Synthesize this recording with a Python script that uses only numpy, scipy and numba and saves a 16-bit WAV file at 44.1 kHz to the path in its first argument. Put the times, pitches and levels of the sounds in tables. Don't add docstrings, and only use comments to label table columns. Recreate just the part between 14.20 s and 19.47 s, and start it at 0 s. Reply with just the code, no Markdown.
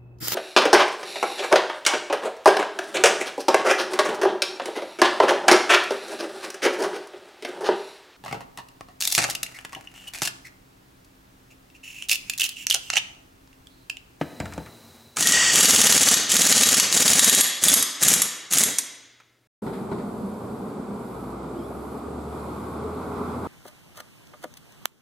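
import sys
import numpy as np
from scipy import signal
from scipy.fft import rfft, irfft
from scipy.io import wavfile
from scipy.ndimage import uniform_filter1d, minimum_filter1d
from numba import njit

SR = 44100
rng = np.random.default_rng(int(sys.argv[2]) if len(sys.argv) > 2 else 0)


def transcribe(signal):
    frames = np.atleast_2d(signal).T
    limited = np.clip(frames, -1, 1)
    pcm = np.round(limited * 32767).astype(np.int16)
    wavfile.write(sys.argv[1], SR, pcm)


N = 232520
T = np.arange(N) / SR


# f/Hz, level/dB
TIGHT_CRACK = [(100, -26), (500, -13.5), (1000, -7), (2000, -8), (3200, 0), (5000, -1), (6900, 7),
               (9000, -7), (11500, -7.5), (14000, -29), (16000, -28)]
LOOSE_CRACK = [(100, -33.5), (500, -31), (1000, -12), (2000, -7), (5000, -6.5), (6800, 4), (9000, 0.5),
               (11500, 2), (14000, -13.5), (16000, -42.5)]

def hammer(blows, gain_db=8, contact_s=0.0045, rattle_db=-20, rattle_s=0.012, socket_db=-9):
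    times, force_db, _ = blows.T
    loose = looseness()
    envelope = strikes(times, force_db, contact_s) + strikes(times, force_db + rattle_db, rattle_s)
    contact = noise() * envelope
    crack = (1 - loose) * colour(contact, TIGHT_CRACK) + loose * colour(contact, LOOSE_CRACK)
    return (crack + undb(socket_db) * socket(blows, loose)) * undb(gain_db)


# f/Hz, t60/s, tight level/dB, loose level/dB
SOCKET_MODES = [(1203, 0.06, -10.5, -17.5), (1858, 0.07, -7, -19), (2897, 0.05, 2.5, -27),
                (3270, 0.066, -6.5, -11), (3476.6, 0.072, -12.5, -6), (3847, 0.061, -7.5, -7),
                (4520, 0.052, -2, -7), (5140, 0.02, -13.5, -13.5), (6770, .025, -2, -2.5),
                (6850, 0.0083, -14.5, -1), (7280, 0.006, 3, -5.5), (7500, 0.013, -8, -6.5),
                (8360, 0.018, -7, 6), (8770, .01, -17.5, -1.5), (11330, 0.042, -4, -1),
                (11250, 0.087, -9.5, -2)]

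def socket(blows, loose, detune=0.006, uneven_db=2):
    hz, t60, tight_db, loose_db = np.transpose(SOCKET_MODES)
    t = T[:SR // 8, None]
    out = np.zeros(N)
    for start, force_db, ring_db in blows:
        i = int(start * SR)
        shift, strength, phase = rng.standard_normal((3, len(hz)))
        mode_db = tight_db + loose[i] * (loose_db - tight_db) + uneven_db * strength
        modes = np.sin(2 * np.pi * (hz * (1 + detune * shift) * t + phase)) * decay(t, t60)
        out[i:i + len(t)] += modes @ undb(force_db + ring_db + mode_db)
    return out


def looseness(free_s=3.0, freeing_s=0.13, before=0.25, after=0.95):
    return before + (after - before) * (1 + np.tanh((T - free_s) / freeing_s)) / 2


# press t/s, first blow t/s, last blow and release t/s,
# coasting hiss cut-off t/s (no coasting if before release), air level/dB, force level/dB
TRIGGER_PULLS = [(0.96, 1.0251, 1.121, 1.24, -23.5, -10.5), (1.32, 1.3561, 1.9405, 2.09, -16, -4.5),
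                 (2.092, 2.1174, 2.598, 2.76, -19, -6.5), (2.714, 2.7258, 3.206, 3.15, -18.5, -8.5),
                 (3.408, 3.4374, 3.539, 3.626, -20, -3.5), (3.804, 3.833, 3.935, 4.06, -19, -6.5),
                 (4.305, 4.335, 4.436, 4.54, -20.5, -9.5)]
# t/s, force level/dB, ring level/dB
ACCENT_BLOWS = [(1.4074, -4, 5), (2.1034, -27, 1), (2.9927, 2, -1), (3.044, -4, -8), (3.0955, -5.5, 2),
                (3.1483, -7.5, 0), (3.2094, -5.5, 2), (3.483, -8.5, 5.5), (3.6258, -20, -4.5),
                (3.937, -6, -10.5), (4.0186, -10.5, -3.5), (4.3247, -22, -19), (4.585, -17.5, -6.5)]

def beat(period_s=0.0545, hurry_s=0.0135, settle_blows=1.5, first_db=-5.5, ring_db=-3):
    accent_s = np.transpose(ACCENT_BLOWS)[0]
    blows = list(ACCENT_BLOWS)
    for _, first, last, _, _, pull_db in TRIGGER_PULLS:
        k = np.arange(round((last - first + hurry_s) / period_s) + 1)
        lead = hurry_s * (1 - np.exp(-k / settle_blows))
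        times = np.linspace(first, last + lead[-1], len(k)) - lead
        force_scatter_db, ring_scatter_db = rng.normal(0, [1, 1.5], (len(k), 2)).T
        force_db = pull_db + first_db * (k == 0) + force_scatter_db
        rows = np.column_stack([times, force_db, ring_db + ring_scatter_db])
        blows += [row for row in rows if np.abs(accent_s - row[0]).min() > period_s / 8]
    return np.array(blows)


# f/Hz, level/dB
AIR_JET = [(200, -23.5), (900, -15.5), (1300, -6.5), (2500, -3.5), (4800, -2), (6900, 6), (8500, 1),
           (10500, -0.5), (12500, -14.5), (14500, -11), (16000, -16.5)]
EXHAUST = [(30, -24), (70, -14), (120, -5), (170, -1.5), (240, -4.5), (305, 0.5), (385, -7), (510, -5.5),
           (780, -8.5), (1000, -16), (2000, -9), (8000, -47.5)]

def motor(blows, stall_depth=0.46, windup_s=0.015, pause_s=0.022, pause_depth=0.74, hiss_db=3, low_db=-5):
    stalls = np.sort(np.append(0, blows[:, 0]))
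    since_stall = T - stalls[np.searchsorted(stalls, T, side="right") - 1]
    puffs, thumps = vanes(since_stall)
    speed = 1 - stall_depth * np.exp(-(since_stall / windup_s) ** 2)
    hiss = speed * colour(puffs, AIR_JET) * undb(hiss_db)
    chug = 1 - pause_depth * np.exp(-(since_stall / pause_s) ** 4)
    exhaust = chug * colour(0.72 * thumps + 0.45 * noise(), EXHAUST) * undb(low_db)
    air, leak, coast = valve()
    return air_supply() * ((air + leak + coast * undb(-9)) * hiss + (air + coast) * exhaust)


def vanes(since_stall, stalled_hz=135, top_hz=265, climb_hz_per_s=2800, puff_depth=0.31, scatter_db=3.5):
    nominal_rate = np.minimum(stalled_hz + climb_hz_per_s * since_stall, top_hz)
    wobble = np.interp(T, np.linspace(0, T[-1], 1000), rng.standard_normal(1000))
    ragged = np.interp(since_stall, [0.05, 0.075], [0.09, 0.5])
    passes = np.cumsum(nominal_rate * np.exp(ragged * (wobble - 0.5))) / SR
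    vane = passes.astype(int)
    size = undb(scatter_db * noise()[vane])
    puffs = size * (1 + puff_depth * np.cos(2 * np.pi * passes)) * noise()
    thumps = size * np.diff(vane, prepend=0) * np.sqrt(SR / nominal_rate)
    return puffs, thumps


def valve(leak_db=-17, coast_db=-7, coast_s=0.17):
    leak = sum(gate(on - 0.013, on, rise_s=0.019, fall_s=0.013) for on, *_ in TRIGGER_PULLS[1:])
    air = sum(gate(on, off, rise_s=0.026, fall_s=0.023) for on, _, off, *_ in TRIGGER_PULLS)
    coast = sum(gate(off, cut_off, rise_s=0.01, fall_s=0.006) * np.exp(-np.maximum(T - off, 0) / coast_s)
                for _, _, off, cut_off, *_ in TRIGGER_PULLS)
    return air, leak * undb(leak_db), coast * undb(coast_db)


def air_supply(fill_db=4.5, fill_s=0.082, sag_db_per_s=7.5):
    db = np.zeros(N)
    for pressed, _, released, _, air_db, _ in TRIGGER_PULLS:
        held = np.clip(T - pressed, 0, released - pressed)
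        pull_db = air_db - fill_db * np.exp(-held / fill_s) - sag_db_per_s * held
        db = np.where(T > pressed - 0.015, pull_db, db)
    return undb(db)


# start t/s, duration/s, squeal level/dB, rasp level/dB
SOCKET_SLIPS = [(1.017, 0.1, -30.5, -33), (1.122, .185, -25, -18.5), (1.311, .12, -40, -21.5),
                (2.088, .027, -47.5, -26)]
# f/Hz, t60/s, level/dB
SQUEAL_PAIR = [(1866, .07, 0), (1933, .07, 0)]
RASP_MODES = [(1450, 0.0017, -5.5), (2920, 0.0033, -1), (3545, 0.005, -6), (4500, 0.015, -5),
              (5660, 0.0015, -0.5), (7600, 0.0019, 1)]

def squeal(grab_s=0.0073, let_go_s=0.007, chatter_db=3, chatter_per_s=90):
    starts, lengths, squeal_db, rasp_db = np.transpose(SOCKET_SLIPS)
    slipping = np.array([gate(on, off, grab_s, let_go_s) for on, off in zip(starts, starts + lengths)])
    chatter = undb(chatter_db * np.interp(T * chatter_per_s, np.arange(N), noise()))
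    tone = chatter * ring(noise(), SQUEAL_PAIR) * (undb(squeal_db) @ slipping)
    rasp = ring(noise(), RASP_MODES) * (undb(rasp_db) @ slipping)
    return tone + rasp


# t/s, then level/dB of thud, knock, clink and tick
BUMPS = [(0.012, -36, -18.5, -27.5, -51), (.201, -24.5, -26.5, -29, -31.5), (0.256, -33.5, -38, -35.5, -40),
         (0.323, -42.5, -51.5, -38.5, -45), (0.336, -37, -56.5, -54, -37.5),
         (.378, -29.5, -27.5, -37.5, -42), (0.461, -47, -61, -40, -51), (0.969, -53, -43.5, -24.5, -17),
         (5.001, -69, -73, -49, -57)]
# f/Hz, t60/s, level/dB
BENCH_MODES = [(72.5, 0.18, 1), (134, 0.063, 2.5), (209.7, 0.17, -1.5)]
HOUSING_MODES = [(151.4, 0.12, -2.5), (289, 0.099, -2), (334, 0.17, -4), (493, 0.018, -0.5),
                 (690, 0.017, 0), (907, 0.025, -5.5)]
# f/Hz, level/dB
METAL_CLINK = [(300, -20), (900, -9), (1300, -0.5), (1650, -4.5), (1950, -5.5), (2300, -6), (4000, -22.5),
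               (12000, -36)]
GRIT_TICK = [(1000, -27.5), (3000, -5.5), (5500, -2.5), (7200, 1), (7900, 0), (8800, -3), (11000, -18),
             (16000, -23.5)]

def handling(rebound_s=0.0194, rebound_db=-1):
    times, thud_db, knock_db, clink_db, tick_db = np.transpose(BUMPS)
    landings = np.append(times, times + rebound_s)
    landing_db = np.append(thud_db, thud_db + rebound_db)
    thud = ring(strikes(landings, landing_db - 12, decay_s=0.0014), BENCH_MODES)
    knock = ring(strikes(times, knock_db + 8, decay_s=0.00017), HOUSING_MODES)
    clink = colour(noise() * strikes(times, clink_db, decay_s=0.011), METAL_CLINK)
    tick = colour(noise() * strikes(times, tick_db, decay_s=0.0035), GRIT_TICK)
    friction = noise() * strikes(landings, landing_db - 10.5, decay_s=0.033)
    scrape = ring(friction, BENCH_MODES + HOUSING_MODES)
    return thud + knock + clink + tick + scrape


# f/Hz, level/dB
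REFLECTION_WIDTH = [(100, 1), (250, 1), (550, 6), (1100, 5), (2000, -5), (4500, 2.5), (8000, 3.5),
                    (16000, -4.5)]

def bench_reflections(x, decay_s=0.002):
    t = T[:SR // 50]
    echoes = rng.standard_normal(len(t)) * t * np.exp(-t / decay_s)
    return colour(convolve(x, echoes), REFLECTION_WIDTH)


# f/Hz, t60/s
GARAGE_T60 = [(100, 0.38), (300, 1.15), (800, 1.05), (2000, 1.16), (4500, 0.95), (7500, 0.6), (11000, 0.41),
              (16000, 0.4)]

def garage(x, onset_s=0.0015):
    t = T[:int(1.2 * SR)]
    spectrum = rfft(rng.standard_normal(len(t)))
    hz = np.arange(len(spectrum)) * SR / len(t)
    edges = np.append(0, np.geomspace(100, SR / 2, 20))
    tail = np.zeros(len(t))
    for low, high in zip(edges, edges[1:]):
        band = irfft(spectrum * (hz >= low) * (hz < high), len(t))
        tail += band * decay(t, at((low + high) / 2, GARAGE_T60))
    return convolve(x, tail * (1 - np.exp(-t / onset_s)))


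# f/Hz, level/dB
OPENING_HISS = [(18, -40), (30, -27), (103, -1.5), (204, -11), (233, 6), (273, -13), (404, -7), (499, -14),
                (801, -13), (3060, -23.5), (3870, -33), (4780, -21.5), (16000, -26)]
NOISE_FLOOR = [(18, -45), (30, -3), (118, 1.5), (179, -6.5), (303, 4.5), (889, -8.5), (1010, -8.5),
               (6380, -16), (16000, -20)]

def background(whistle_hz=3973, hum_hz=120):
    fade = np.interp(T, [0.75, 1.25], [0.92, 0])
    hiss = colour(noise(), OPENING_HISS) * undb(-50)
    whistle = ring(noise(), [(whistle_hz, 0.015, 0)]) * undb(-57.5)
    hum = np.sin(2 * np.pi * hum_hz * T) * undb(-70)
    return fade * (hiss + whistle) + hum + colour(noise(), NOISE_FLOOR) * undb(-69)


def undb(db):
    return 10 ** (np.asarray(db) / 20)


def noise():
    return rng.standard_normal(N)


def decay(t, t60):
    return np.exp(-np.log(1000) * t / t60)


def at(hz, points):
    f, value = np.transpose(points)
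    return np.interp(np.log(np.maximum(hz, 1)), np.log(f), value)


def convolve(x, response):
    return signal.fftconvolve(x, response / np.linalg.norm(response))[:N]


def colour(x, points, size=4096):
    gain = undb(at(np.arange(size // 2 + 1) * SR / size, points))
    cepstrum = irfft(np.log(gain))
    cepstrum[1:size // 2] *= 2
    cepstrum[size // 2 + 1:] = 0
    return convolve(x, irfft(np.exp(rfft(cepstrum))))


def ring(x, modes):
    t = T[:SR // 2]
    response = sum((-1) ** k * undb(db) / np.sqrt(t60) * np.sin(2 * np.pi * hz * t) * decay(t, t60)
                   for k, (hz, t60, db) in enumerate(modes))
    return convolve(x, response)


def strikes(times, db, decay_s):
    kicks = np.zeros(N)
    np.add.at(kicks, (np.asarray(times) * SR).astype(int), undb(db))
    return signal.lfilter([1], [1, -np.exp(-1 / (decay_s * SR))], kicks)


def gate(start, stop, rise_s, fall_s):
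    return np.clip((T - start) / rise_s, 0, 1) * np.exp(-np.maximum(T - stop, 0) / fall_s)


@njit
def follow_peaks(peaks, keep):
    out, held = np.empty(len(peaks)), 0.
    for i in range(len(peaks)):
        held = max(peaks[i], held * keep)
        out[i] = held
    return out


def scene(room_db=-12, room_side_db=-25, bench_side_db=-21, bass_left=0.14):
    blows = beat()
    close = motor(blows) + hammer(blows) + squeal() + handling()
    mid = close + undb(room_db) * garage(close) + background()
    side = undb(bench_side_db) * bench_reflections(mid) + undb(room_side_db) * garage(close)
    bass = signal.sosfilt(signal.butter(2, 750, fs=SR, output="sos"), mid)
    side += 0.022 * mid + bass_left * bass
    return np.array([mid + side, mid - side])


def record(dry, threshold=0.4, slope=0.74, release_s=0.016, ahead_s=0.0023, detector_hz=6500):
    sensed = signal.sosfilt(signal.butter(2, detector_hz, fs=SR, output="sos"), dry)
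    excess = np.maximum(np.abs(sensed).max(axis=0) / threshold, 1)
    coming_peak = -minimum_filter1d(-excess, 2 * int(ahead_s * SR) + 1)
    gain = follow_peaks(coming_peak, np.exp(-1 / (release_s * SR))) ** -slope
    limited = np.tanh(dry * uniform_filter1d(gain, size=24))
    low_cut = signal.sosfilt(signal.butter(2, 35, "high", fs=SR, output="sos"), limited)
    return signal.sosfilt(signal.ellip(10, 0.2, 80, 16000, fs=SR, output="sos"), low_cut)


dry = scene()
out = record(dry)
transcribe(out)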